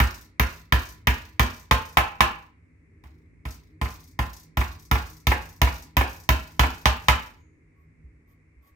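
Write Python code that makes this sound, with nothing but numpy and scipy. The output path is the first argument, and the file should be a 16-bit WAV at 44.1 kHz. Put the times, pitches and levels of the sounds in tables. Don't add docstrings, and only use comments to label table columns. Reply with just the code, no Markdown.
import sys
import numpy as np
from scipy import signal
from scipy.fft import rfft, irfft
from scipy.io import wavfile
from scipy.ndimage import uniform_filter1d

SR = 44100
rng = np.random.default_rng(int(sys.argv[2]) if len(sys.argv) > 2 else 0)


def amplitude_ratio(level_db):
    exponent = np.asarray(level_db, float) / 20
    return 10 ** exponent


def master_out(mix):
    frames = np.transpose(np.atleast_2d(mix))
    ceiling = np.clip(frames, -1, 1)
    pcm = np.round(ceiling * 32767).astype(np.int16)
    wavfile.write(sys.argv[1], SR, pcm)


N = 385875
HALF_S = np.arange(SR // 2) / SR
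QUARTER_S = np.arange(SR // 4) / SR

# start_s, knock_db, boom_db, crack_db, tick_db
HAMMER_BLOWS = [(0.001, -10, -8, -19.5, -22.5), (0.396, -8.5, -12, -19, -23),
                (0.723, -5.5, -13, -20, -28.5), (1.071, -7, -12.5, -19.5, -25.5),
                (1.395, -5, -13.5, -19, -26.5), (1.711, -3.5, -16.5, -18.5, -35.5),
                (1.971, -4, -21, -21.5, -29), (2.206, -5.5, -20, -16.5, -31), (3.038, -44, -4, -49, -42),
                (3.453, -28, -4, -27, -35), (3.814, -19, -5, -23, -42), (4.19, -12.5, -11, -27.5, -35.5),
                (4.571, -15.5, -4.5, -19, -25.5), (4.913, -9, -9.5, -19.5, -24),
                (5.269, -11, -7.5, -15, -20.5), (5.616, -8, -9, -15.5, -24), (5.968, -7, -12.5, -18, -22.5),
                (6.29, -6, -13, -16.5, -22.5), (6.594, -6, -12.5, -15, -28.5),
                (6.856, -4.5, -16, -15, -32.5), (7.084, -4, -17, -15.5, -32)]
# freq_hz, density_db_per_hz
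STEEL_TICK = [(7000, -24.5), (10000, -16.5), (12500, -2.5), (14000, 3.5), (15700, -1)]


def add(track, s, sound):
    i = int(s * SR)
    track[i:i + len(sound)] += sound[:N - i]


def colour(x, points):
    hz, db = np.transpose(points)
    grid_hz = np.arange(2049) * SR / 4096
    log_gain = np.interp(np.log(grid_hz + 1), np.log(hz), db) * np.log(10) / 20
    cepstrum = irfft(log_gain)
    cepstrum[1:2048] *= 2
    cepstrum[2049:] = 0
    response = irfft(np.exp(rfft(cepstrum)))
    return signal.fftconvolve(x, response)[:len(x)]


def even(x, size=2):
    n = x.shape[-1]
    spectrum = rfft(x, 2 * n)
    humps = np.sqrt(uniform_filter1d(np.abs(spectrum) ** 2, size))
    return irfft(spectrum / humps)[..., :n]


def fade(t, t60):
    return (t >= 0) * 1000. ** (-np.abs(t) / t60)


def unit(x):
    return x / np.max(np.abs(x))


def rings(hz, size, t60, t):
    return np.sum(size * np.sin(2 * np.pi * hz * t) * fade(t, t60), axis=0)


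def walk(rate):
    k = int(SR / rate)
    held = np.repeat(rng.standard_normal(N // k + 1), k)[:N]
    drift = uniform_filter1d(held, k)
    return drift / np.std(drift)


def burst(same, t60, points, fresh=1.0, strike=0):
    noise = same + fresh * rng.standard_normal(len(QUARTER_S))
    pulse = strike * (QUARTER_S == 0)
    return unit(colour(even(noise * fade(QUARTER_S, t60) + pulse, size=80), points))


def hammer():
    # freq_hz, level_db, t60_s
    standing = [(625, -16.5, 0.34), (810, -12.5, 0.45), (990, -10, 0.16), (1037, -4.5, 0.19),
                (1300, -3, .09), (1351, 2.5, 0.088), (1760, -8, 0.27), (2130, -4, .09), (2420, -8, 0.066),
                (2530, -10.5, .1), (2648, -8, 0.16), (3100, -18.5, .1), (4700, -15.5, 0.16),
                (5140, -18.5, .1)]
    # freq_hz, level_db, t60_s
    home = [(456, -19.5, 0.3), (617, -16, 0.18), (812, -10, 0.6), (874, -5.5, 0.24), (1004, -1.5, 0.27),
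            (1049, -5.5, .18), (1216, -6.5, 0.13), (1317, -4.5, 0.13), (1730, -10.5, 0.16), (1740, -7, .1),
            (2440, -14.5, 0.11), (2480, -16.5, 0.12), (2777, -7.5, 0.26), (4300, -22.5, 0.095)]
    # freq_hz, density_db_per_hz
    first_nail = [(250, -22.5), (550, -10.5), (850, -3), (1300, -2), (1900, -3), (2700, -6), (3600, -18),
                  (5500, -37)]
    second_nail = [(250, -21), (550, -9), (850, -0.5), (1300, -4.5), (1900, -7.5), (2700, -6), (3600, -22),
                   (5500, -35.5)]
    seated_nail = [(250, -16.5), (550, -8.5), (850, -2), (1100, -2), (1400, -1.5), (1900, -3), (2700, -3),
                   (4000, -24)]
    # freq_hz, density_db_per_hz
    steel_crack = [(1500, -46), (2600, 0), (3800, -4), (5000, -8), (6500, -11.5), (8000, -19),
                   (10000, -20.5), (12000, -27)]
    # freq_hz, density_db_per_hz
    cross_bars = [(120, -32.5), (200, -4), (260, 1.5), (330, -6.5), (450, -3.5), (650, -22)]
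    # freq_hz, gain_db
    knock_tone = [(250, 4), (420, 2), (700, 0), (1100, 0.5), (1400, 0.5), (1700, 2), (2100, 1), (3200, -1.5)]
    air, snap, ground = np.zeros((3, N))
    boom, thud = board_boom(), joist_thud()
    wood, steel = rng.standard_normal((2, len(QUARTER_S)))
    standing_signs = rng.choice([-1, 1], (len(standing), 1))
    home_signs = rng.choice([-1, 1], (len(home), 1))
    for s, db, boom_db, crack_db, tick_db in HAMMER_BLOWS:
        thud_db = -4.5 + 0.79 * boom_db
        seated = np.clip((-boom_db - 12) / 6, 0, 1)
        modes = (1 - seated) * amplitude_ratio(-5.5) * frame(standing, standing_signs)
        modes = modes + seated * amplitude_ratio(3) * frame(home, home_signs)
        loose_nail = np.array(first_nail if s < 3 else second_nail)
        body = (1 - seated) * loose_nail + seated * np.array(seated_nail)
        knock = amplitude_ratio(-0.5) * burst(wood, 0.065, body, fresh=1.1, strike=3.2) + modes
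        crack = amplitude_ratio(crack_db + 7.5) * burst(0, 0.079, steel_crack)
        tick = amplitude_ratio(tick_db + 8) * burst(0, 0.16, STEEL_TICK)
        bars = amplitude_ratio(thud_db - 2) * burst(steel, 0.15, cross_bars)
        add(air, s, amplitude_ratio(db) * (knock + crack + tick + bars))
        add(snap, s + 0.0003, amplitude_ratio(db + crack_db + 13.5) * burst(steel, 0.017, steel_crack, fresh=0.7))
        add(snap, s + 0.00033, amplitude_ratio(db + tick_db + 22) * burst(steel, 0.013, STEEL_TICK, fresh=0.31))
        add(ground, s, amplitude_ratio(db) * (amplitude_ratio(boom_db + 6.5) * boom + amplitude_ratio(thud_db + 10.5) * thud))
    air = air + frame_bounce(wood)
    return colour(air, knock_tone), snap, ground + knee(boom)


def frame(modes, signs, damp=0.39, scatter_db=4.0):
    hz, db, t60 = np.transpose(modes)[:, :, None]
    hz = hz * (1 + 0.008 * rng.standard_normal(hz.shape))
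    db = db + scatter_db * rng.standard_normal(hz.shape)
    return unit(rings(hz, signs * amplitude_ratio(db), damp * np.minimum(t60, 300 / hz), QUARTER_S))


def floor_ring(modes):
    hz, size, t60, late = np.transpose(modes)[:, :, None]
    return unit(np.convolve(rings(hz, size, t60, HALF_S - late), np.hanning(130), "same"))


def board_boom():
    # freq_hz, signed_size, t60_s, travel_s
    boards = [(52, .43, .052, .0073), (55, -.036, .5, .001), (67, -.39, .19, .009), (82, .067, .3, .0027)]
    return floor_ring(boards)


def joist_thud():
    # freq_hz, signed_size, t60_s, travel_s
    joists = [(110, .1, .18, .0034), (134, -.23, .043, .0081), (242, -.085, .08, .0079),
              (249, -.065, .13, .0023)]
    return floor_ring(joists)


def frame_bounce(wood):
    # start_s, peak_db
    landings = [
        (3.053, -42),
        (3.854, -19.5),
        (4.611, -12),
        (4.953, -12),
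        (5.315, -7),
        (5.67, -15.5),
        (6.009, -7.5),
        (6.633, -7),
    ]
    # freq_hz, density_db_per_hz
    landing_colour = [(250, -11.5), (550, -10), (850, 0.5), (1300, -5), (2400, -6), (3200, -14.5),
                      (5500, -30.5)]
    out, onset = np.zeros(N), 1 - np.exp(-QUARTER_S / 0.0033)
    for s, db in landings:
        add(out, s, amplitude_ratio(db + 1.0) * onset * burst(wood, 0.05, landing_colour, fresh=1.5))
    return out


def knee(boom):
    # start_s, peak_db
    shifts = [
        (8.032, -37.5),
        (8.554, -43),
        (8.70, -50),
    ]
    out = np.zeros(N)
    for s, db in shifts:
        add(out, s, amplitude_ratio(db - 1.5) * np.convolve(boom, np.hanning(350), "same") / 175)
    return out


def tape():
    # freq_hz, density_db_per_hz
    buzz = [(1000, -24), (2200, -13.5), (4000, 1.5), (6500, -3.5), (9500, -12), (12500, -7.5),
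            (15700, -2.5)]
    # first_s, last_s, first_slap_db, slap_count
    slap_runs = [(0.142, 0.245, -33.5, 4), (0.490, 0.594, -34, 4), (0.818, 0.922, -30, 4),
                 (1.202, 1.314, -57, 4), (1.53, 1.627, -36.5, 4), (1.852, 1.925, -32.5, 3),
                 (3.506, 3.542, -31.5, 2), (3.902, 3.94, -30.5, 2), (4.002, 4.111, -38.5, 4),
                 (4.331, 4.43, -31, 4), (4.632, 4.724, -38.5, 3), (4.795, 4.851, -34, 3),
                 (5.065, 5.2, -31.5, 5), (5.421, 5.561, -33, 5), (5.74, 5.822, -29, 3),
                 (6.093, 6.234, -30, 5), (6.378, 6.565, -35.5, 5), (6.708, 6.816, -33, 4),
                 (7.02, 7.065, -39.5, 3), (7.223, 7.26, -36, 2), (7.370, 7.400, -58.5, 2)]
    # freq_hz, density_db_per_hz
    slap_body = [(3000, -21.5), (4500, -5.5), (6000, -3), (7500, -8.5), (10000, -11.5)]
    out, onset = np.zeros(N), 1 - np.exp(-QUARTER_S / 0.001)
    throb = amplitude_ratio(11 * np.cos(2 * np.pi * 27 * HALF_S))
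    stop = np.clip((0.33 - HALF_S) / 0.094, 0, 1)
    for s, db, boom_db, *_ in HAMMER_BLOWS:
        graininess = amplitude_ratio(3 * np.repeat(rng.standard_normal(len(HALF_S) // 90), 90))
        grains = rng.standard_normal(len(HALF_S)) * graininess
        add(out, s, amplitude_ratio(db + boom_db - 21.0) * colour(grains * throb * fade(HALF_S, 0.58) * stop, buzz))
    fall_db, low_db, scatter_db = 2, -5.5, 1.5
    for first, last, db, slaps in slap_runs:
        for k, s in enumerate(np.linspace(first, last, round(slaps))):
            vary_db, vary_low_db = scatter_db * rng.standard_normal(2)
            slap = burst(0, 0.015, STEEL_TICK)
            slap = slap + amplitude_ratio(low_db + vary_low_db) * burst(0, 0.082, slap_body)
            add(out, s, amplitude_ratio(db - k * fall_db + vary_db) * onset * slap)
    return out


def hammer_head():
    # start_s, freq_hz, level_db, t60_s
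    head = (7.37, 6669, -70, .5)
    s, hz, db, t60 = head
    out, onset = np.zeros(N), 1 - np.exp(-HALF_S / 0.037)
    add(out, s, amplitude_ratio(db) * onset * np.sin(2 * np.pi * hz * HALF_S) * fade(HALF_S, t60))
    return out


def finger():
    # start_s, length_s, hiss_db, hum_db
    wipes = [
        (7.75, 0.11, -94, -74),
        (8.271, 0.075, -80.5, -74),
        (8.614, 0.1, -78.5, -66.5),
    ]
    t, out = np.arange(N) / SR, 0
    skin = [(500, 19), (3000, 6), (6000, 4), (9500, 3), (14000, 15), (15800, 4.5)]  # freq_hz, gain_db
    hiss = colour(rng.standard_normal(N), skin)
    mode = signal.butter(2, [1100, 1135], "band", fs=SR, output="sos")
    hum = signal.sosfilt(mode, rng.standard_normal(N))
    hum = hum / np.std(hum)
    for s, length, hiss_db, hum_db in wipes:
        stroke = np.sin(np.pi * np.clip((t - s) / length, 0, 1))
        out = out + stroke * (amplitude_ratio(hiss_db + 2.5) * hiss + amplitude_ratio(hum_db) * hum)
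    return out * amplitude_ratio(1.5 * walk(60))


def carpet(x, t60=0.0042, db=-3):
    t = QUARTER_S[:600]
    paths = even(rng.standard_normal(len(t)) * fade(t - 0.0004, t60))
    paths = paths * np.array([[1], [-1]])
    treble = colour(x, [(500, -17.0), (1500, 3.5), (9000, -3.5)])
    return amplitude_ratio(db) * signal.fftconvolve(treble[None], paths, axes=1)[:, :N]


def room():
    # freq_hz, t60_s
    decay = [(150, 0.42), (900, 0.38), (2500, 0.37), (6000, 0.21), (13000, 0.077)]
    hz, t60 = np.transpose(decay)
    tail, noise = 0, rfft(rng.standard_normal((2, len(HALF_S))))
    at_hz = np.arange(noise.shape[1]) * SR / len(HALF_S) + 1
    alike = np.exp(-(at_hz / 750) ** 2)
    noise[1] = alike * noise[0] + np.sqrt(1 - alike ** 2) * noise[1]
    for share, band_t60 in zip(np.eye(len(hz)), t60):
        band = np.interp(np.log(at_hz), np.log(hz), share)
        tail = tail + irfft(noise * band, len(HALF_S)) * fade(HALF_S, band_t60)
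    return even(tail * (1 - np.exp(-(HALF_S / 0.0065) ** 2)), size=120)


def ports(x):
    # freq_hz, left_minus_right_db
    shading = [(60, -1.2), (250, 1.2), (700, -1), (1300, -2.8), (2400, -2.4), (4400, 3.2), (15000, 3)]
    lag = 7
    half = np.array(shading) * [1, 0.5]
    late = np.r_[np.zeros(lag), x[1, :-lag]]
    return np.array([colour(x[0], half), colour(late, half * [1, -1])])


def house():
    # freq_hz, width_hz, level_db
    drones = [(60, 27, -7), (83.5, 34, -3.5), (158.3, 9, -2.5), (220.3, 13, -14.5), (263.7, 48, -9.5),
              (312.5, 11, -11), (384, 88, -14.5), (457, 86, -23)]
    # time_s, level_db
    draught = [
        (0, -2.5),
        (2.5, -2),
        (3.1, 3),
        (7.3, 0.5),
        (7.8, -1.5),
        (8.1, 1),
        (8.75, -6),
    ]
    # freq_hz, density_db_per_hz
    hiss_colour = [(300, -27.5), (480, -11.5), (620, -20), (850, -23.5), (1000, -19), (1500, -21.5),
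                   (2150, -8.5), (2600, -21), (3050, -40), (8000, -36.5), (11500, -44.5), (12500, -56.5)]
    t, swell = np.arange(N) / SR, []
    flow_db = np.interp(t, *np.transpose(draught))
    # level at rest, shaking by blows, t60 in s
    for rest_db, shake_db, t60 in [(-56, -20, 0.66), (-61, -35.5, 1.2)]:
        shaken = sum(amplitude_ratio(db + boom_db + shake_db) * fade(t - s, t60) for s, db, boom_db, *_ in HAMMER_BLOWS)
        swell.append(amplitude_ratio(rest_db + flow_db) + shaken)
    hiss = np.array([colour(n, hiss_colour) for n in rng.standard_normal((2, N))])
    out = amplitude_ratio(-70) * hiss / np.std(hiss)
    for hz, width, db in drones:
        sos = signal.butter(2, [hz - 0.5 * width, hz + 0.5 * width], "band", fs=SR, output="sos")
        mid, side = signal.sosfilt(sos, rng.standard_normal((2, N)))
        level = swell[int(hz > 120)] * amplitude_ratio(db + 1.6 * walk(8.1))
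        side = side * np.clip(hz / 900, 0, 1)
        out = out + level * np.array([mid + side, mid - side]) / np.std(mid)
    return out


def scene():
    air, snap, ground = hammer()
    rattle = tape() + hammer_head() + finger()
    near = air + snap + rattle
    send = amplitude_ratio(-3.5) * air + amplitude_ratio(-6.5) * snap + amplitude_ratio(-18.5) * ground + amplitude_ratio(-4) * rattle
    turn = 2 * np.pi * np.arange(N) / N
    wet = 0
    for part in (np.cos(turn), np.sin(turn)):
        wet = wet + signal.fftconvolve((send * part)[None], room(), axes=1)[:, :N]
    return ports(amplitude_ratio(-1.5) * near + carpet(near) + ground + wet) + house()


def band_limit(x):
    return signal.sosfilt(signal.butter(12, 17090, fs=SR, output="sos"), x)


def record(dry):
    # freq_hz, gain_db
    top_cut = [(15750, 0), (15950, -18), (16700, -21), (17100, -70)]
    rounded = np.tanh(0.9 * dry) / 0.9
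    mix = np.array([colour(x, top_cut) for x in rounded])
    return band_limit(mix)


dry = scene()
out = record(dry)
master_out(out)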